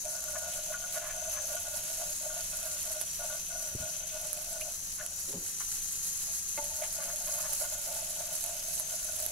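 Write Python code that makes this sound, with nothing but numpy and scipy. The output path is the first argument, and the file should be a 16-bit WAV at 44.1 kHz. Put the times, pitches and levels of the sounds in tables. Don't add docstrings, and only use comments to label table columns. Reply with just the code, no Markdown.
import sys
import numpy as np
from scipy import signal
from scipy.fft import rfft, irfft
from scipy.io import wavfile
from scipy.ndimage import uniform_filter1d, map_coordinates

SR = 44100
rng = np.random.default_rng(int(sys.argv[2]) if len(sys.argv) > 2 else 0)


def generate_wav(sig):
    pcm = np.round(np.clip(np.atleast_2d(sig).T, -1, 1) * 32767).astype(np.int16)
    wavfile.write(sys.argv[1], SR, pcm)


N = 410967
TIME_S = np.arange(N) / SR

# frequency in Hz, left gain in dB, right gain in dB.
SIZZLE_SPECTRUM = [(610, -26.5, -28), (1710, -20, -18.5), (3800, -30, -32.5), (3780, -14, -14),
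                   (5350, -15.5, -13), (5600, -7, -18), (6050, -7.5, -14), (7730, -4, -19),
                   (8100, -13.5, -9), (9590, -9.5, -13.5), (10010, -36, -3.5), (11660, -28, -5.5),
                   (12400, -18, -12.5), (15500, -30, -17)]
# time in seconds, fizz swell in dB, simmer swell in dB.
BOIL_COURSE = [(0, -2.5, -7.5), (.5, -1.5, -0.5), (1.201, -3, -1.5), (2.1, 1, -1), (2.7, 0.5, -1),
               (3.35, -0.8, -1), (3.55, -3.5, -3), (4.1, -2, 0), (4.5, -1.3, -2.5), (5.1, -4, -6),
               (5.42, -1.5, -5.5), (5.53, 1.5, -4), (6.5, 0.1, -3.5), (7, 0.5, -3), (7.5, 2.5, -1.5),
               (8.15, 0.8, -0.5), (9.32, 0.5, -2)]
# peak time in seconds, extra fizz in dB, extra simmer in dB.
BOIL_FLARES = [(.1, 2, 0), (.54, 3, 4), (.96, 5, 3), (1.34, 2.5, 2), (1.55, 2.5, 4.5), (1.88, 1.5, 2.5),
               (2.17, 2, -2.5), (2.78, 0, 1.5), (3.65, 3.5, 1.5), (3.83, 5, 1), (4.77, 1, -2),
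               (5.2, 3.5, -1), (8.78, 3, -2.5), (9.22, 2, 2.5)]
# time in seconds, relative snap level in dB, relative splat level in dB, pitch in Hz.
SPIT_EVENTS = [(0.0525, -20.5, -52, 9600), (0.2403, -21, -62, 11500), (2.407, -27, -56, 4830),
               (2.6552, -21, -62, 10800), (2.9194, -19, -53, 11800), (3.0126, -12.5, -50, 10900),
               (3.0186, -21, -60, 11000), (4.27, -20, -58, 10800), (4.3297, -12.5, -54, 11100),
               (4.6104, -18, -48, 10600), (5.0623, -16.5, -51, 10700), (5.3275, -23, -50, 9500),
               (7.0334, -23, -52, 11000), (7.1592, -19, -54, 11000), (7.2734, -21, -51, 14000),
               (7.5322, -12.5, -49, 11500), (8.4395, -14.5, -54, 11300), (8.7783, -22, -56, 7840),
               (8.7975, -13, -53, 11200), (8.804, -20, -60, 11000), (9.1217, -20, -62, 11000),
               (9.2003, -18, -52, 10500), (9.2627, -12.3, -54, 11500)]
# frequency in Hz, width in Hz, gain in dB touched in sauce, gain in dB on bare wall.
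WOK_MODES = [(582, 5, -16, -1), (616, 16, 8, -11), (648, 20, 6, -4), (680, 22, 2, -5), (876, 9, -22, 2),
             (902, 9, -17, 3), (926, 26, -5, -12), (1158, 24, -22, -14), (1362, 45, -18, -11),
             (1445, 27, -4.5, -9.5), (1575, 70, -14.5, -16), (2095, 40, -34, -5), (2640, 45, -30, -13)]
# time in seconds, place from 0 (deep in sauce) to 1 (bare wall).
TIP_PLACE = [(0, 0.29), (4.8, 0.35), (6.6, 0.52), (7.4, 0.62), (8, 0.55), (9.3, 0.26)]
# start in seconds, length in seconds, pressure in dB, scratchiness in dB.
TIP_STROKES = [(0.034, 0.087, -51.5, -55), (0.12, 0.23, -54.5, -49.5), (0.31, 0.29, -50, -49),
               (0.624, 0.14, -50.5, -59), (0.788, 0.067, -50, -45.5), (0.92, 0.21, -51, -50),
               (1.12, 0.34, -49.5, -52), (1.476, 0.088, -52.5, -51), (1.635, 0.19, -52, -50.5),
               (1.865, 0.22, -48.5, -51.5), (2.202, 0.2, -50, -51), (2.511, 0.24, -53.5, -49),
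               (2.83, 0.21, -51, -50), (3.177, 0.19, -49, -48.5), (3.477, 0.25, -51.5, -51),
               (3.76, 0.43, -53, -53.5), (4.117, 0.37, -52, -55), (4.502, 0.17, -49, -55),
               (4.988, 0.011, -45, -42), (6.254, 0.067, -59.5, -75), (6.592, 0.23, -57, -62),
               (6.768, 0.1, -48.5, -52), (6.946, 0.26, -50, -53.5), (7.258, 0.27, -48.5, -51.5),
               (7.59, 0.2, -51.5, -50), (7.842, 0.31, -52.5, -59), (8.154, 0.21, -50.5, -55),
               (8.417, 0.22, -50.5, -57), (8.656, 0.19, -56, -75), (8.875, 0.11, -53, -51),
               (9.034, 0.097, -54, -61), (9.167, 0.13, -53, -65)]
# start in seconds, relative level in dB, place from 0 to 1,
# added damping in Hz (sign ignored), high-mode boost in dB.
TIP_KNOCKS = [(.048, -35.5, 0, 15, -18), (.143, -44, 0.3, 3, 25), (.28, -37, 0.3, -1, 11),
              (.355, -34, 0, 8, 0), (.43, -33, 0, -9, 5), (.46, -47, 0, 0, 33), (.699, -32.5, 0, 9, 1),
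              (.74, -29, 0, -4, 36), (.838, -36, 0.3, 7, 24), (.959, -31.5, 0, 18, 3),
              (1.275, -32, 0, 1, -3), (1.54, -30, 0, 21, -2), (1.565, -35.5, 0, 2, 29),
              (1.735, -39.5, 0, 21, 0), (2.01, -33.5, 0.37, 18, -5), (2.255, -31, 0, 28, -11),
              (2.3, -37, 0, 5, 20), (2.53, -39, 0, 28, 7), (2.65, -37.5, 0, 29, -8), (2.9, -37.5, 0, 23, 0),
              (2.958, -37, 0, 31, -10), (3.235, -30.5, 0.4, -1, -6), (3.295, -41, 0.2, 2, 31),
              (3.818, -31, 0, 0, 3), (4.16, -34, 0.06, 18, -9), (4.555, -37, 0.1, 15, 5),
              (4.615, -37, 0.15, 3, -8), (4.675, -38, 0.06, 23, -2), (6.575, -26, 1, 1.5, 4.5),
              (6.703, -38, 0.93, -1, -12), (6.809, -29, 0, -1, -19), (7.122, -38, 0, -4, -4),
              (7.373, -37, 0, 10, -3), (7.445, -37.5, 0.2, 8, -11), (7.612, -32, 0, 56, -6),
              (7.716, -39, 0.2, 20, -4), (8.015, -40, 0, 9, -11), (8.195, -36, 0.4, 4, -10),
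              (8.48, -45, 0, 4, -8), (8.79, -44, 0, -3, -6), (8.93, -35.5, 0.14, 17, 3),
              (9.085, -36, 0.03, 10, 8), (9.22, -36, 0.05, -1, -15)]
# start in seconds, length in seconds, centre in Hz, width in Hz, relative level in dB.
SAUCE_SQUELCHES = [(0.351, 0.018, 1460, 800, -41.5), (0.716, 0.036, 1510, 1000, -45.5),
                   (0.935, 0.051, 1500, 1200, -47), (0.995, 0.16, 1540, 1410, -47.5),
                   (1.313, 0.099, 1250, 1110, -47), (4.606, 0.0178, 2520, 348, -42),
                   (4.977, 0.058, 1570, 650, -46), (5.6, 0.025, 1300, 1020, -45),
                   (6.809, 0.056, 2090, 2200, -45), (6.987, 0.054, 1330, 1100, -50.5),
                   (7.067, 0.055, 1280, 900, -51), (7.267, 0.024, 920, 650, -52),
                   (7.375, 0.045, 1040, 650, -50), (7.428, 0.05, 1190, 1000, -47.5),
                   (7.645, 0.0095, 1240, 900, -47)]
# harmonic number, start in seconds, end in seconds,
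# relative level in dB, hoarseness from 0 to 1.
RISING_PARTIALS = [(41, 5.8, 8.3, -55, .9), (42, -.5, 2.9, -53, 0), (43, -.5, .8, -56, 0),
                   (43, 5.3, 6.6, -50, .3), (43, 8.2, 9.8, -47, .5), (44, -.5, 2.2, -50, .9),
                   (44, 2.5, 5.1, -46.5, .9), (44, 4.7, 6, -54, .1), (44, 5.7, 7.1, -49.5, .2),
                   (44, 7.5, 9.8, -47.5, .9), (45, -.5, 2.5, -54, 0), (45, 6.1, 8.2, -51, .9),
                   (46, -.5, 1.5, -53, 0), (46, 1, 2.8, -47.5, .05), (46, 3, 4.9, -54, .4),
                   (46, 4.7, 5.9, -50, 0), (46, 5.4, 7.6, -43.7, .1), (46, 6.6, 8, -46.5, .9),
                   (47, -.5, 2.9, -51, .05), (47, 4.6, 7.1, -51.5, .15), (48, -.5, 5.1, -48, .7),
                   (48, 4.8, 7, -53, .1), (48, 7.3, 9.8, -50, .9), (49, -.5, 2.4, -56, 0),
                   (49, 6.2, 7.2, -55, .1), (50, -.5, 3, -52, .05), (50, 4.8, 7, -53, .1),
                   (51, -.5, 2.4, -56, .1), (51, 4.8, 6.9, -51, .05)]
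SAGGING_PARTIALS = [(38, 2.4, 5.6, -56, .1), (39, 2.8, 4.1, -50.5, .05), (39, 4, 5.6, -55, 0),
                    (39, 6.2, 7.3, -53, .1), (40, -.5, 1.8, -48, .35), (40, 2.2, 4.3, -50, .2),
                    (40, 5.3, 6.4, -46.5, .4), (40, 6.1, 7.1, -52, .4), (40, 7.7, 9.8, -53, .6),
                    (41, 7.5, 9.8, -53, .3), (42, 4, 5.4, -53, 0), (42, 6.9, 7.9, -55, .1),
                    (44, 4.5, 6, -54, 0), (45, 7.6, 8.5, -51, .3)]
# time in seconds, frequency in Hz.
RISING_PITCH = [(0, 140), (1.1, 140.17), (2.6, 140.75), (4.7, 142.05), (5.6, 142.2), (6.8, 142.7),
                (9.32, 144.1)]
SAGGING_PITCH = [(0, 153.6), (1.5, 152.85), (2.6, 152.55), (5.3, 152.25), (6, 153), (6.7, 153.6),
                 (9.32, 153.9)]
# start in seconds, level in dB, pitch in Hz, width in Hz, decay in seconds.
STOVE_BUMPS = [(3.75, -34.5, 64.7, 142, 0.01), (3.796, -42.5, 95, 120, 0.022), (5.278, -54, 346, 260, 0.13),
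               (5.336, -43.5, 157, 67.6, 0.032), (5.337, -46, 393, 317, 0.037),
               (6.576, -54, 260, 200, 0.03)]
# frequency in Hz, gain in dB.
DRONE_SPECTRUM = [(14, -3.5), (26, 6.5), (36, -10), (60, -7), (82, -1.5), (110, -17.5), (160, -6.5),
                  (240, -21), (420, -22.5), (900, -24.5), (2000, -43)]
# frequency in Hz, T60 in seconds.
KITCHEN_T60 = [(150, 0.0055), (1000, 0.1), (5000, 0.058), (14000, 0.0039)]

HIGH_MODES_HZ = 1100
SLOSH_HZ = 6


def sizzle(level_db=-38, split_hz=8200, hiss_share=.81, seethe_db=1.25, seethe_per_s=26):
    pops = popping()
    pop_gains, blur_gains = gain_of([[-8], [-5.5]]), gain_of([[2], [-5]])
    bubbles = bubbling() + pop_gains * (pops + gain_of(-5) * room(pops[1]))
    bubbles += blur_gains * rng.standard_normal((2, N))
    spectrum = np.array(SIZZLE_SPECTRUM)
    bubbles = unit_rms(np.array([colour(unit_rms(bubbles[k]), spectrum[:, [0, k + 1]]) for k in (0, 1)]))
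    swell_db = boil_db(1) + seethe_db * drift(seethe_per_s)
    hiss = signal.sosfiltfilt(signal.butter(4, split_hz, fs=SR, output="sos"), bubbles)
    fizz = bubbles - hiss
    return gain_of(level_db) * (hiss * gain_of(hiss_share * swell_db) + fizz * gain_of(swell_db))


def bubbling(per_s=7000, clump_db=1.6, scatter_s=.0004, spots=8):
    out, t = np.zeros((2, N)), TIME_S[:128]
    clumps = gain_of(clump_db * drift(220))
    for _ in range(spots):
        spectra = rfft(rng.standard_normal((2, 128)) * np.exp(-t / scatter_s), 512)
        paths = np.roll(irfft(spectra / abs(spectra)), 128, axis=1)
        bursts = clicks(per_s / spots, spread_db=3.1) * clumps
        out += signal.oaconvolve(bursts[None], paths, axes=1)[:, :N]
    return unit_rms(out)


def popping(per_s=420, ring_s=.0003, low_hz=5500, high_hz=15000, sizes=24):
    out, t = np.zeros((2, N)), TIME_S[:128]
    pops, size_class = clicks(per_s, spread_db=2.6), rng.integers(0, sizes, N)
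    for k, hz in enumerate(np.linspace(low_hz, high_hz, sizes)):
        envelope = np.exp(-t / ring_s) * np.minimum(t * hz, 1)
        ring = np.sin(2 * np.pi * (hz * t + rng.random((2, 1)))) * envelope
        for at in np.flatnonzero(pops * (size_class == k)):
            add(out[0], at / SR, pops[at] * ring[0])
            add(out[1], at / SR, pops[at] * ring[1])
    return unit_rms(out)


def simmer(level_db=-55.5, per_s=1500, wet_db=-7):
    bubbles = resonate_twice(clicks(per_s, spread_db=3), hz=3000, width_hz=1600)
    crackle = unit_rms(bubbles) * gain_of(boil_db(2))
    return gain_of(level_db) * (crackle + gain_of(wet_db) * room(crackle))


def boil_db(column, flare_s=.049):
    course = np.array(BOIL_COURSE)
    flares_db = sum(row[column] * np.exp(-((TIME_S[::64] - row[0]) / flare_s) ** 2) for row in BOIL_FLARES)
    return np.interp(TIME_S, course[:, 0], course[:, column]) + flares_db.repeat(64)[:N]


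def spits(delay_s=.001, ring_s=.0004, splat_s=.0016, echo_gain=.35, echo_s=.0006, left_db=-13, wet_db=-9):
    out, t = np.zeros((2, N)), TIME_S[:512]
    crack = .75 * cut(signal.unit_impulse(len(t)), 6500, "high", order=2)
    for (s, snap_db, splat_db, hz), detour in zip(SPIT_EVENTS, rng.random(len(SPIT_EVENTS))):
        ring = np.sin(2 * np.pi * hz * t) * np.exp(-t / ring_s)
        snap = gain_of(snap_db + 3.5) * (ring + crack)
        noise = unit_rms(resonate(rng.standard_normal(len(t)), hz=3200, width_hz=4000))
        splat = gain_of(splat_db + 11) * noise * np.exp(-t / splat_s)
        for side, gain in zip(out, gain_of([left_db, 0])):
            add(side, s + delay_s, gain * snap + splat)
            add(side, s + delay_s + echo_s * (1 + detour), echo_gain * gain * snap)
    return out + gain_of(wet_db) * room(out.mean(0))


def stirring(slips_per_s=170, rub_db=.3, scratch_db=-6.8, damping_hz=10, judder_db=2.3):
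    slips = clicks(slips_per_s, spread_db=2.5)
    place = np.interp(TIME_S, *np.transpose(TIP_PLACE))
    slosh = np.exp(2j * np.pi * np.cumsum(SLOSH_HZ * drift(7)) / SR)
    bands = np.zeros((2, N))
    for hz, width_hz, deep_db, wall_db in WOK_MODES:
        pole = np.exp((2j * np.pi * hz - np.pi * (width_hz + damping_hz)) / SR)
        mode = (slosh * signal.lfilter([1], np.poly([pole, pole]), slips / slosh + 1e-18)).real
        bands[int(hz > HIGH_MODES_HZ)] += unit_rms(mode) * gain_of(deep_db + place * (wall_db - deep_db))
    low, high = bands / np.sqrt(abs(uniform_filter1d(bands ** 2, size=2600)) + 1e-14)
    rub = low * gain_of(rub_db) * stroke_force(2)
    scratch = high * gain_of(scratch_db) * stroke_force(3)
    return (rub + scratch) * gain_of(judder_db * drift(20))


def stroke_force(column, bite_s=.036, ease_db_per_s=15, lift_s=.045, brush_db=-12, brush_s=.2, lurch_hz=8.7):
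    force, t = np.zeros(N), TIME_S[:SR]
    bite = np.minimum(t / bite_s, 1)
    lurch_db = 2 * np.cos(2 * np.pi * lurch_hz * (t - bite_s))
    for row in TIP_STROKES:
        start_s, length_s = row[:2]
        lifted_s = np.maximum(t - length_s, 0)
        release = np.maximum(np.exp(-lifted_s / lift_s), gain_of(brush_db) * np.exp(-lifted_s / brush_s))
        add(force, start_s, bite * gain_of(row[column] + lurch_db - ease_db_per_s * t) * release)
    return force


def knocks(trim_db=-3, cushion_s=.004, clack_db=-13, clack_s=.007):
    out, t = np.zeros(N), TIME_S[:SR // 3]
    noise = unit_rms(resonate_twice(rng.standard_normal(len(t)), hz=1900, width_hz=2600))
    clack = gain_of(clack_db) * noise * np.exp(-t / clack_s)
    for start_s, db, place, damping_hz, high_db in TIP_KNOCKS:
        ring = wok_ring(t, place, damping_hz, high_db)
        ring *= 1 - np.exp(-t / (cushion_s * max(1 - place, .1)))
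        add(out, start_s, gain_of(db + trim_db) * (ring / abs(ring).max() + place ** 2 * clack))
    return cut(out, 500, "high")


def wok_ring(t, place, damping_hz, high_db):
    ring = np.zeros(len(t))
    shift_hz = (1 - place) * SLOSH_HZ * rng.standard_normal()
    for k, (hz, width_hz, deep_db, wall_db) in enumerate(WOK_MODES):
        gain = gain_of(deep_db + place * (wall_db - deep_db) + high_db * (hz > HIGH_MODES_HZ))
        decay = np.exp(-np.pi * (width_hz + abs(damping_hz)) * t)
        ring += (-1) ** k * gain * np.sin(2 * np.pi * (hz + shift_hz) * t) * decay
    return ring


def squelches(trim_db=-5, rise_octaves=.52):
    out, crackle = np.zeros(N), clicks(2500, spread_db=.8)
    for start_s, length_s, centre_hz, width_hz, db in SAUCE_SQUELCHES:
        count = int(length_s * SR)
        hz = centre_hz * 2 ** (rise_octaves * np.linspace(-.5, .5, count))
        cavity = resonate_twice(crackle[int(start_s * SR):][:count], hz, width_hz)
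        add(out, start_s, gain_of(db + trim_db) * unit_rms(cavity * signal.windows.tukey(count, .5)))
    return cut(out, 700, "high")


def whine(pitch, partials, trim_db, fade_s=.34, right_db=-8):
    out = np.zeros((2, N))
    turns = np.cumsum(np.interp(TIME_S, *np.transpose(pitch))) / SR
    for harmonic, start_s, end_s, db, hoarse in partials:
        span = slice(*np.searchsorted(TIME_S, [start_s, end_s]))
        t = TIME_S[span]
        fade = np.minimum(np.minimum(t - start_s, end_s - t) / fade_s, 1)
        roughness = np.sqrt(1 - hoarse) + np.sqrt(hoarse) * flutter(t)
        tone = gain_of(db + trim_db) * fade * roughness * wavering_tone(harmonic * turns[span])
        out[0, span] += tone.real
        out[1, span] += gain_of(right_db) * (tone * np.exp(2j * np.pi * rng.random())).real
    return out


def wavering_tone(turns, swell_db=2.3, waver_rad=.28):
    phase = 2 * np.pi * (turns + rng.random()) + waver_rad * drift(12)[:len(turns)]
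    swell = unit_rms(gain_of(swell_db * drift(5)[:len(turns)]))
    return np.sqrt(2) * swell * np.exp(1j * phase)


def flutter(t, spacing_hz=28, fall_db=3, blur_hz=4):
    orders, coarse_s = np.arange(-2, 3)[:, None], t[::16]
    heights = gain_of(-fall_db * abs(orders))
    walk = np.cumsum(rng.standard_normal((len(orders), len(coarse_s))), 1)
    blur_rad = walk * np.sqrt(2 * np.pi * blur_hz * 16 / SR)
    turns = orders * spacing_hz * coarse_s + rng.random(orders.shape)
    sidebands = heights * np.exp(2j * np.pi * turns + 1j * blur_rad)
    return sidebands.sum(0).repeat(16)[:len(t)] / np.linalg.norm(heights)


def bumps():
    out, t = np.zeros(N), TIME_S[:SR // 3]
    for start_s, db, hz, width_hz, decay_s in STOVE_BUMPS:
        body = resonate_twice(rng.standard_normal(len(t)), hz, width_hz) * np.exp(-t / decay_s)
        add(out, start_s, gain_of(db) * body / np.sqrt(np.sum(body ** 2) / (decay_s * SR)))
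    return out


def drone(level_db=-55, side_db=-17):
    mid, side = (unit_rms(colour(noise, DRONE_SPECTRUM)) for noise in rng.standard_normal((2, N)))
    return gain_of(level_db) * (mid + gain_of(side_db) * np.array([side, -side]))


def room(x):
    hz, t, noise = signal.stft(rng.standard_normal((2, SR // 2)), SR, nperseg=256)
    decay = gain_of(-60 * t / at_hz(KITCHEN_T60, hz)[:, None]) * (t > 0)
    tail = signal.istft(noise * decay, SR, nperseg=256)[1]
    return signal.fftconvolve(x[None], tail / np.linalg.norm(tail[0]), axes=1)[:, :N]


def clicks(per_s, spread_db):
    size = gain_of(spread_db * np.minimum(rng.exponential(1, N), 5))
    return size * rng.choice([-1., 1.], N) * (rng.random(N) < per_s / SR)


def drift(per_s):
    knots = rng.standard_normal(4096)
    return unit_rms(map_coordinates(knots, [TIME_S[::64] * per_s], order=3, mode="wrap")).repeat(64)[:N]


def resonate(x, hz, width_hz):
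    carrier = np.exp(2j * np.pi * np.cumsum(hz * np.ones(len(x))) / SR)
    radius = np.exp(-np.pi * width_hz / SR)
    return 2 * (carrier * signal.lfilter([1 - radius], [1, -radius], x / carrier + 1e-18)).real


def resonate_twice(x, hz, width_hz):
    return resonate(resonate(x, hz, width_hz), hz, width_hz)


def colour(x, spectrum):
    log_gain = np.log(gain_of(at_hz(spectrum, abs(np.fft.fftfreq(8192, 1 / SR)))))
    taps = np.fft.ifft(np.exp(np.conj(signal.hilbert(log_gain)))).real
    return signal.oaconvolve(x, taps[:len(taps) // 2])[:N]


def cut(x, hz, kind, order=4):
    return signal.sosfilt(signal.butter(order, hz, kind, fs=SR, output="sos"), x)


def at_hz(table, hz):
    knots_hz, values = np.transpose(table)
    return np.interp(np.log(hz + 1), np.log(knots_hz + 1), values)


def add(mix, start_s, sound):
    part = mix[max(round(start_s * SR), 0):][:len(sound)]
    part += sound[:len(part)]


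def gain_of(db):
    return 10 ** (np.asarray(db) / 20)


def unit_rms(x):
    return x / np.sqrt(np.mean(x ** 2) + 1e-20)


def scene(wok_wet_db=-10.5, squelch_wet_db=-6, bump_wet_db=-17):
    metal, sauce, thuds = stirring() + knocks(), squelches(), bumps()
    send = gain_of(wok_wet_db) * metal + gain_of(squelch_wet_db) * sauce + gain_of(bump_wet_db) * thuds
    echoes = room(send)
    whines = whine(RISING_PITCH, RISING_PARTIALS, trim_db=1.5)
    whines += whine(SAGGING_PITCH, SAGGING_PARTIALS, trim_db=3.5)
    return sizzle() + simmer() + spits() + metal + sauce + whines + thuds + echoes + drone()


def record(dry):
    taps = signal.firwin(511, 15750, window=("kaiser", 9), fs=SR)
    return signal.oaconvolve(dry, taps[None], "same", axes=1)


dry = scene()
out = record(dry)
generate_wav(out)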